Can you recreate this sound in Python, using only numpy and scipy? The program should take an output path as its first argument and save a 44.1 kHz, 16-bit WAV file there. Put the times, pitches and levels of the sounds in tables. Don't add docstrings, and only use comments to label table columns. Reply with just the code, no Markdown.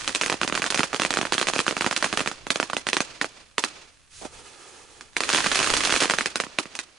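import sys
import numpy as np
from scipy import signal
from scipy.fft import rfft, irfft, next_fast_len
from scipy.io import wavfile
from scipy.ndimage import map_coordinates

SR = 44100
rng = np.random.default_rng(int(sys.argv[2]) if len(sys.argv) > 2 else 0)


def master(y):
    cut = np.clip(np.atleast_2d(y).T, -1, 1)
    pcm = np.round(cut * 32767)
    wavfile.write(sys.argv[1], SR, pcm.astype(np.int16))


N = 307818
TOP_HZ = 10380
WINDOW = 4096


def amp(db):
    return 10 ** (np.asarray(db) / 20)


def unit(x):
    return x / np.sqrt(np.mean(x ** 2) + 1e-20)


def colour(points, hz):
    point_hz, point_db = np.transpose(points)
    return amp(np.interp(np.log(hz + 1), np.log(point_hz), point_db))


def curve(rows):
    row_s, row_db = np.transpose(rows)
    t = np.arange(N) / SR
    outside_s = np.abs(t - np.clip(t, row_s[0], row_s[-1]))
    return amp(np.interp(t, row_s, row_db) - 670 * outside_s)


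def wobble(rate):
    knots = rng.standard_normal(int(N * rate / SR) + 4)
    return map_coordinates(knots, [np.arange(N) * rate / SR])


def filtered(x, response):
    size = next_fast_len(N + SR // 2)
    return irfft(rfft(x, size) * response(np.fft.rfftfreq(size, 1 / SR)), size)[..., :N]


def band(hz):
    return 1 / np.sqrt(1 + (hz / TOP_HZ) ** 160)


def rush(response, width):
    mid, side = filtered(rng.standard_normal((2, N)), lambda hz: response(hz) * band(hz))
    return unit(np.array([mid + width * side, mid - width * side]))


def delay(hz, seconds):
    return np.exp(-2j * np.pi * hz * seconds)


def blast(hz, pitch_hz, turn_hz=3300):
    s = 1j * hz / pitch_hz
    pulse = s / (1 + s) ** 2
    phase_lag = (turn_hz - 1j * hz) / (turn_hz + 1j * hz)
    return pulse * phase_lag * band(hz)


# start_s, level_db
SPARK_LEVELS = [(0, -33.5), (.5, -53), (2.2, -38), (2.45, -64), (5.12, -59), (5.29, -30), (5.62, -27),
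                (5.97, -29.5), (6.25, -40), (6.5, -93)]


def sparks(rate_per_s=350, pitch_hz=2300, size_spread_db=4):
    sizes = (rng.random(N) < rate_per_s / SR) * amp(size_spread_db * np.clip(rng.standard_normal(N), -2, 2))
    left_right = sizes * amp(2 * rng.standard_normal((2, N)))
    ticks = unit(filtered(left_right, lambda hz: blast(hz, pitch_hz) * colour(CRACK_TONE, hz)))
    wash = rush(lambda hz: np.abs(blast(hz, pitch_hz)) * colour(REFLECTION_TONE, hz), width=0.92)
    wash *= amp(1.1 * wobble(37))
    return curve(SPARK_LEVELS) * unit(ticks + wash)


# start_s, level_db
RUMBLE_LEVELS = [(0, -54), (2.6, -59), (3.8, -70), (4.27, -54), (4.6, -73), (5.7, -45), (6.6, -68)]


def flame_rumble(swing_db=3.5):
    rumble = rush(lambda hz: 1 / (1 + (hz / 140) ** 3), width=0.66)
    return curve(RUMBLE_LEVELS) * amp(swing_db * wobble(12)) * rumble


# pitch_hz, relative_db
HUSH_TONE = [(90, 0.5), (250, -12), (2500, -30), (10000, -11.5)]


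def night_hush(hush_db=-64):
    return amp(hush_db) * rush(lambda hz: colour(HUSH_TONE, hz), width=0.94)


def ripple(depth_db, grain_hz):
    hz = np.fft.rfftfreq(WINDOW, 1 / SR)
    db = depth_db * map_coordinates(rng.standard_normal(WINDOW // 8), [hz / grain_hz], mode="mirror")
    cepstrum = irfft(np.log(amp(db)))
    return np.exp(rfft(cepstrum * 2 * (np.arange(WINDOW) < WINDOW // 2)))


def bass_lag(hz, corner_hz=190, damping=1.0):
    s = 1j * hz / corner_hz
    return (1 - damping * s + s ** 2) / (1 + damping * s + s ** 2)


SCATTER_DB, SCATTER_DB_PER_OCTAVE, SCATTER_REFERENCE_HZ = -14.5, 2.5, 1460


def scattered_db(db, pitch_hz):
    return db + SCATTER_DB + SCATTER_DB_PER_OCTAVE * np.log2(pitch_hz / SCATTER_REFERENCE_HZ)


# pitch_hz, relative_db
CRACK_TONE = [(50, 5.5), (260, 5), (500, 1.5), (800, 0.5), (1500, 2), (4000, -1.5), (10000, -6)]


def direct_crack(hz, lead, db, pitch_hz, front=7.6):
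    shell = ripple(depth_db=3, grain_hz=650) * bass_lag(hz) * delay(hz, lead / SR)
    wave = blast(hz, pitch_hz) * shell / (1 + 1j * hz / (front * pitch_hz))
    bounce = np.array([[0.225], [0.54]])
    ground = bounce * delay(hz, rng.uniform(0.000868, 0.00249)) / (1 + 1j * hz / 5000)
    direct = irfft(wave * colour(CRACK_TONE, hz) * (1 - ground))
    direct *= amp(db) * np.sqrt(0.0021 * SR / np.sum(direct.mean(0) ** 2))
    return direct * amp(rng.normal(0, 0.23) * np.array([[1], [-1]]))


# pitch_hz, relative_db
REFLECTION_TONE = [(120, 1), (290, 18), (700, 5.5), (2500, 1.5), (10000, 4.5)]


def near_reflections(hz, lead, db, pitch_hz, lumpy_db=3, spread_s=0.015, width=0.57, wide_hz=4500,
                     scatter_hz=1900, memory=0.48):
    t = np.arange(WINDOW) / SR
    cluster = np.sqrt((1 - np.exp(-t / 0.00067)) / (1 + (t / spread_s) ** 5))
    knots_s = t[::WINDOW // 128]
    lumps = amp(lumpy_db * np.interp(t, knots_s, rng.standard_normal(len(knots_s))))
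    snaps = 1 + 4 * (rng.random(WINDOW) < 300 / SR)
    mid, side = rfft(rng.standard_normal((2, WINDOW)) * cluster * lumps * snaps)
    side = side * width * (0.7 + hz / (hz + wide_hz))
    mixed_hz = scatter_hz * (pitch_hz / scatter_hz) ** memory
    mixed = blast(hz, mixed_hz) * delay(hz, lead / SR) * colour(REFLECTION_TONE, hz)
    paths = ripple(depth_db=2.8, grain_hz=170)
    near = irfft(np.array([mid + side, mid - side]) * mixed * paths)
    loudness = np.sqrt(np.sum(cluster ** 2) / np.sum(near.mean(0) ** 2))
    return near * amp(scattered_db(db, pitch_hz)) * loudness


# start_s, level_db, pitch_hz
SINGLE_BURSTS = [(0.0774, -16.5, 2600), (0.1494, -15.5, 2800), (0.2129, -14, 1850), (0.2353, -18.5, 1790),
                 (0.2619, -18, 2150), (0.2987, -14.5, 1420), (0.3259, -16.5, 920), (0.4147, -15, 1030),
                 (0.433, -18.5, 1900), (0.4775, -18, 1700), (0.5251, -16.5, 694), (0.5521, -18, 2110),
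                 (0.5765, -17, 1360), (0.6202, -17, 1440), (0.6418, -17.5, 1370), (0.6638, -19.5, 2300),
                 (0.7039, -16.5, 3040), (0.7453, -15.0, 2010), (0.776, -19, 2810), (0.7933, -12, 1020),
                 (0.8324, -14.5, 1270), (0.9309, -20, 1240), (0.9456, -17.5, 980), (0.9979, -15, 1140),
                 (1.0194, -14.5, 1470), (1.05, -13.5, 1020), (1.1065, -15.5, 1610), (1.1394, -17.5, 2460),
                 (1.1717, -13.5, 1050), (1.2134, -16.5, 1070), (1.2527, -19, 880), (1.323, -13, 1350),
                 (1.342, -18.5, 2100), (1.381, -14, 1700), (1.4138, -14.5, 1520), (1.4708, -17.5, 1610),
                 (1.486, -13.5, 1520), (1.5359, -18, 1560), (1.5622, -17, 980), (1.5912, -13, 1190),
                 (1.6657, -18.0, 1530), (1.68, -14, 1200), (1.71, -18.5, 910), (1.7675, -18, 990),
                 (1.8096, -14.5, 1280), (1.8447, -18, 930), (1.8638, -13.5, 1000), (1.9117, -17, 1160),
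                 (1.9643, -15, 2730), (2.0261, -14.0, 1500), (2.0435, -14.5, 1220), (2.1282, -17, 1060),
                 (2.1741, -13.5, 1480), (2.2057, -18, 990), (2.261, -20.5, 1120), (2.2749, -16, 1270),
                 (2.3148, -25, 1110), (2.468, -24, 915), (2.5044, -11, 1510), (2.5586, -17, 1270),
                 (2.6002, -13, 780), (2.6287, -17.5, 1030), (2.6997, -22, 800), (2.7329, -17.5, 860),
                 (2.7675, -16, 1250), (2.8687, -17.5, 1260), (2.888, -17, 2200), (2.9315, -12.5, 1520),
                 (2.968, -12.5, 1370), (3.005, -13.5, 1290), (3.2139, -13.5, 1250), (3.2444, -19.5, 795),
                 (3.582, -12.5, 1683), (3.6391, -13.5, 1740), (4.2524, -33.5, 520), (5.0099, -32.5, 2130),
                 (5.1668, -14, 1520), (5.2057, -15.5, 1680), (5.2361, -18.5, 1920), (5.2913, -15.5, 2390),
                 (5.3351, -16.5, 1410), (5.3472, -11.5, 1860), (5.3855, -16.5, 1460), (5.4624, -15, 990),
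                 (5.5165, -15.5, 1650), (5.5567, -14.5, 2690), (5.5911, -15, 2400), (5.6639, -20.5, 2000),
                 (5.7024, -14.5, 1720), (5.739, -13, 2250), (5.8366, -19.5, 1950), (5.907, -17, 2140),
                 (5.925, -13.5, 1290), (5.9401, -15.5, 1270), (5.9626, -14, 1650), (6.0986, -11.5, 1680),
                 (6.1096, -14.5, 1680), (6.1372, -15, 980), (6.1862, -13.5, 1330), (6.2093, -16, 1180),
                 (6.2592, -15, 1790), (6.3577, -16, 2050), (6.4015, -14, 1190), (6.4376, -24.5, 810),
                 (6.467, -32.5, 466), (6.587, -12.5, 1410), (6.6562, -32, 690), (6.753, -27.5, 3800),
                 (6.7903, -21.5, 3000)]


def cracks(rows):
    out = np.zeros((2, N + 2 * WINDOW))
    hz = np.fft.rfftfreq(WINDOW, 1 / SR)
    lead = WINDOW // 64
    for start_s, db, pitch_hz in rows:
        crack = direct_crack(hz, lead, db, pitch_hz) + near_reflections(hz, lead, db, pitch_hz)
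        first = round(start_s * SR)
        out[:, first:first + WINDOW] += crack
    return out[:, lead:lead + N]


SPUTTER_END_S, NEIGHBOUR_LAG_S, NEIGHBOUR_DB, NEIGHBOUR_HZ = 2.25, 0.011, -6.5, 1270
VOLLEY_START_S, VOLLEY_END_S, VOLLEY_PER_S, VOLLEY_DB, VOLLEY_HZ = 5.29, 6.06, 60, -19.5, 1790
PELLET_SPREAD_DB, PELLET_SPREAD_OCTAVES = 3, 1.1


def added_pellets():
    leaders = [(s, db) for s, db, _ in SINGLE_BURSTS if s < SPUTTER_END_S]
    lags = NEIGHBOUR_LAG_S * (0.5 + 1.5 * rng.random(len(leaders)))
    rows = [(s + lag, db + NEIGHBOUR_DB, NEIGHBOUR_HZ) for (s, db), lag in zip(leaders, lags)]
    volley_count = int(VOLLEY_PER_S * (VOLLEY_END_S - VOLLEY_START_S))
    moments = rng.uniform(VOLLEY_START_S, VOLLEY_END_S, volley_count)
    rows += [(s, VOLLEY_DB, VOLLEY_HZ) for s in moments]
    chance = 2 * rng.random((len(rows), 2)) - 1
    return [(s, db + PELLET_SPREAD_DB * strength, hz * 2 ** (PELLET_SPREAD_OCTAVES * tone))
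            for (s, db, hz), (strength, tone) in zip(rows, chance)]


# pitch_hz, relative_db
STREET_TONE = [(100, -9), (400, 1.5), (1200, -1), (2600, -1.5), (5000, -3.5), (10000, -15.5)]
# pitch_hz, width_hz, level_db (against the diffuse sound)
STREET_RINGS = [(2300, 120, -8), (2830, 40, -10)]


def street_rings(hz):
    return 1 + sum(amp(db) / (1 + (2 * (hz - centre) / wide) ** 2) for centre, wide, db in STREET_RINGS)


def street(tail_db=-22, echo_db=-11.0, echo_s=0.0463, echo_length_s=0.0055):
    power, t = np.zeros(N), np.arange(SR) / SR
    for start_s, db, pitch_hz in SINGLE_BURSTS:
        power[round(start_s * SR)] += amp(scattered_db(db, pitch_hz)) ** 2

    def heard(shape):
        return np.sqrt(np.abs(signal.fftconvolve(power, shape ** 2)[:N]))

    tail = heard(amp(tail_db) * (1 - np.exp(-t / 0.005)) / np.sqrt(1 + (t / 0.21) ** 8))
    echo = heard(amp(echo_db) * np.exp(-0.5 * ((t - echo_s) / echo_length_s) ** 2))
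    diffuse = rush(lambda hz: colour(STREET_TONE, hz) * street_rings(hz), width=0.57)
    diffuse *= tail * amp(1.74 * wobble(84))
    return diffuse + echo * rush(lambda hz: np.abs(blast(hz, 2800)), width=0.82)


FUSE_START_S, FUSE_END_S, FUSE_DB, FUSE_HZ = 4.09, 4.3, -46.5, 5030


def fuse():
    burnt = np.clip((np.arange(N) / SR - FUSE_START_S) / (FUSE_END_S - FUSE_START_S), 0, 1)
    fizz = rush(lambda hz: np.abs(blast(hz, FUSE_HZ)), width=0.47)
    return amp(FUSE_DB) * np.sin(np.pi * burnt) * fizz


JET_START_S, JET_ATTACK_S, JET_END_S = 4.14, 0.21, 4.95
JET_DB, JET_SAG_DB_PER_S, JET_RELEASE_DB_PER_S = -44.5, 7.5, 56


def jet_flow():
    t = np.arange(N) / SR
    age = np.maximum(t - JET_START_S, 0)
    fall_db = JET_SAG_DB_PER_S * age + JET_RELEASE_DB_PER_S * np.maximum(t - JET_END_S, 0)
    return np.minimum(age / JET_ATTACK_S, 1) * amp(JET_DB - fall_db)


# start_s, level_db (at the peak), length_s (peak at half of it)
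CATCHING_PUFFS = [(4.211, -38.5, 0.022), (4.247, -35, 0.013)]
# pitch_hz, relative_db
HISS_TONE = [(60, -16), (220, -4.5), (380, -0.5), (600, -1.5), (1300, -3), (1600, -5.5), (3500, -6.5),
             (10000, -9.5)]
# pitch_hz, relative_db
PUFF_TONE = [(60, -17), (700, -3), (1500, -18), (9000, -23.5)]


def jet(ground=0.44, ground_lag_s=0.00234):
    def comb(hz):
        return 1 + ground / (1 + (hz / 3000) ** 2) * delay(hz, ground_lag_s)

    hiss = rush(lambda hz: colour(HISS_TONE, hz) * comb(hz), width=0.47)
    hiss *= amp(1.8 * wobble(35)) * jet_flow()
    swell = np.zeros(N)
    for start_s, db, length_s in CATCHING_PUFFS:
        age = np.maximum(np.arange(N) / SR - start_s, 0) / length_s * 2
        swell += amp(db) * age * np.exp(1 - age)
    return hiss + swell * rush(lambda hz: colour(PUFF_TONE, hz), width=0.62)


# pitch_hz, width_hz, gain_db
PATH_HUMPS = [(843, 230, -1), (1215, 73, 1), (2140, 90, -2.5), (2550, 183, 2), (3833, 105, -5.5),
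              (4000, 190, 1.5), (6150, 390, 0.5), (6520, 500, 2.5)]
# pitch_hz, left_minus_right_db
STEREO_BALANCE = [(30, -7), (125, -11.5), (500, -3), (1000, -5), (2000, -2.5), (4000, -5), (8000, -2.5)]


def path(hz):
    humps_db = sum(db * np.exp(-2 * ((hz - centre) / wide) ** 2) for centre, wide, db in PATH_HUMPS)
    return amp(humps_db) * colour(STEREO_BALANCE, hz) ** np.array([[0.5], [-0.5]])


def scene():
    bursts = cracks(list(SINGLE_BURSTS) + added_pellets())
    firework = sparks() + bursts + street() + fuse() + jet()
    return filtered(firework, path) + flame_rumble() + night_hush()


def record(dry):
    rounded = dry / (1 + np.abs(dry / 0.85) ** 4) ** (1 / 4)
    return filtered(rounded, band)


dry = scene()
out = record(dry)
master(out)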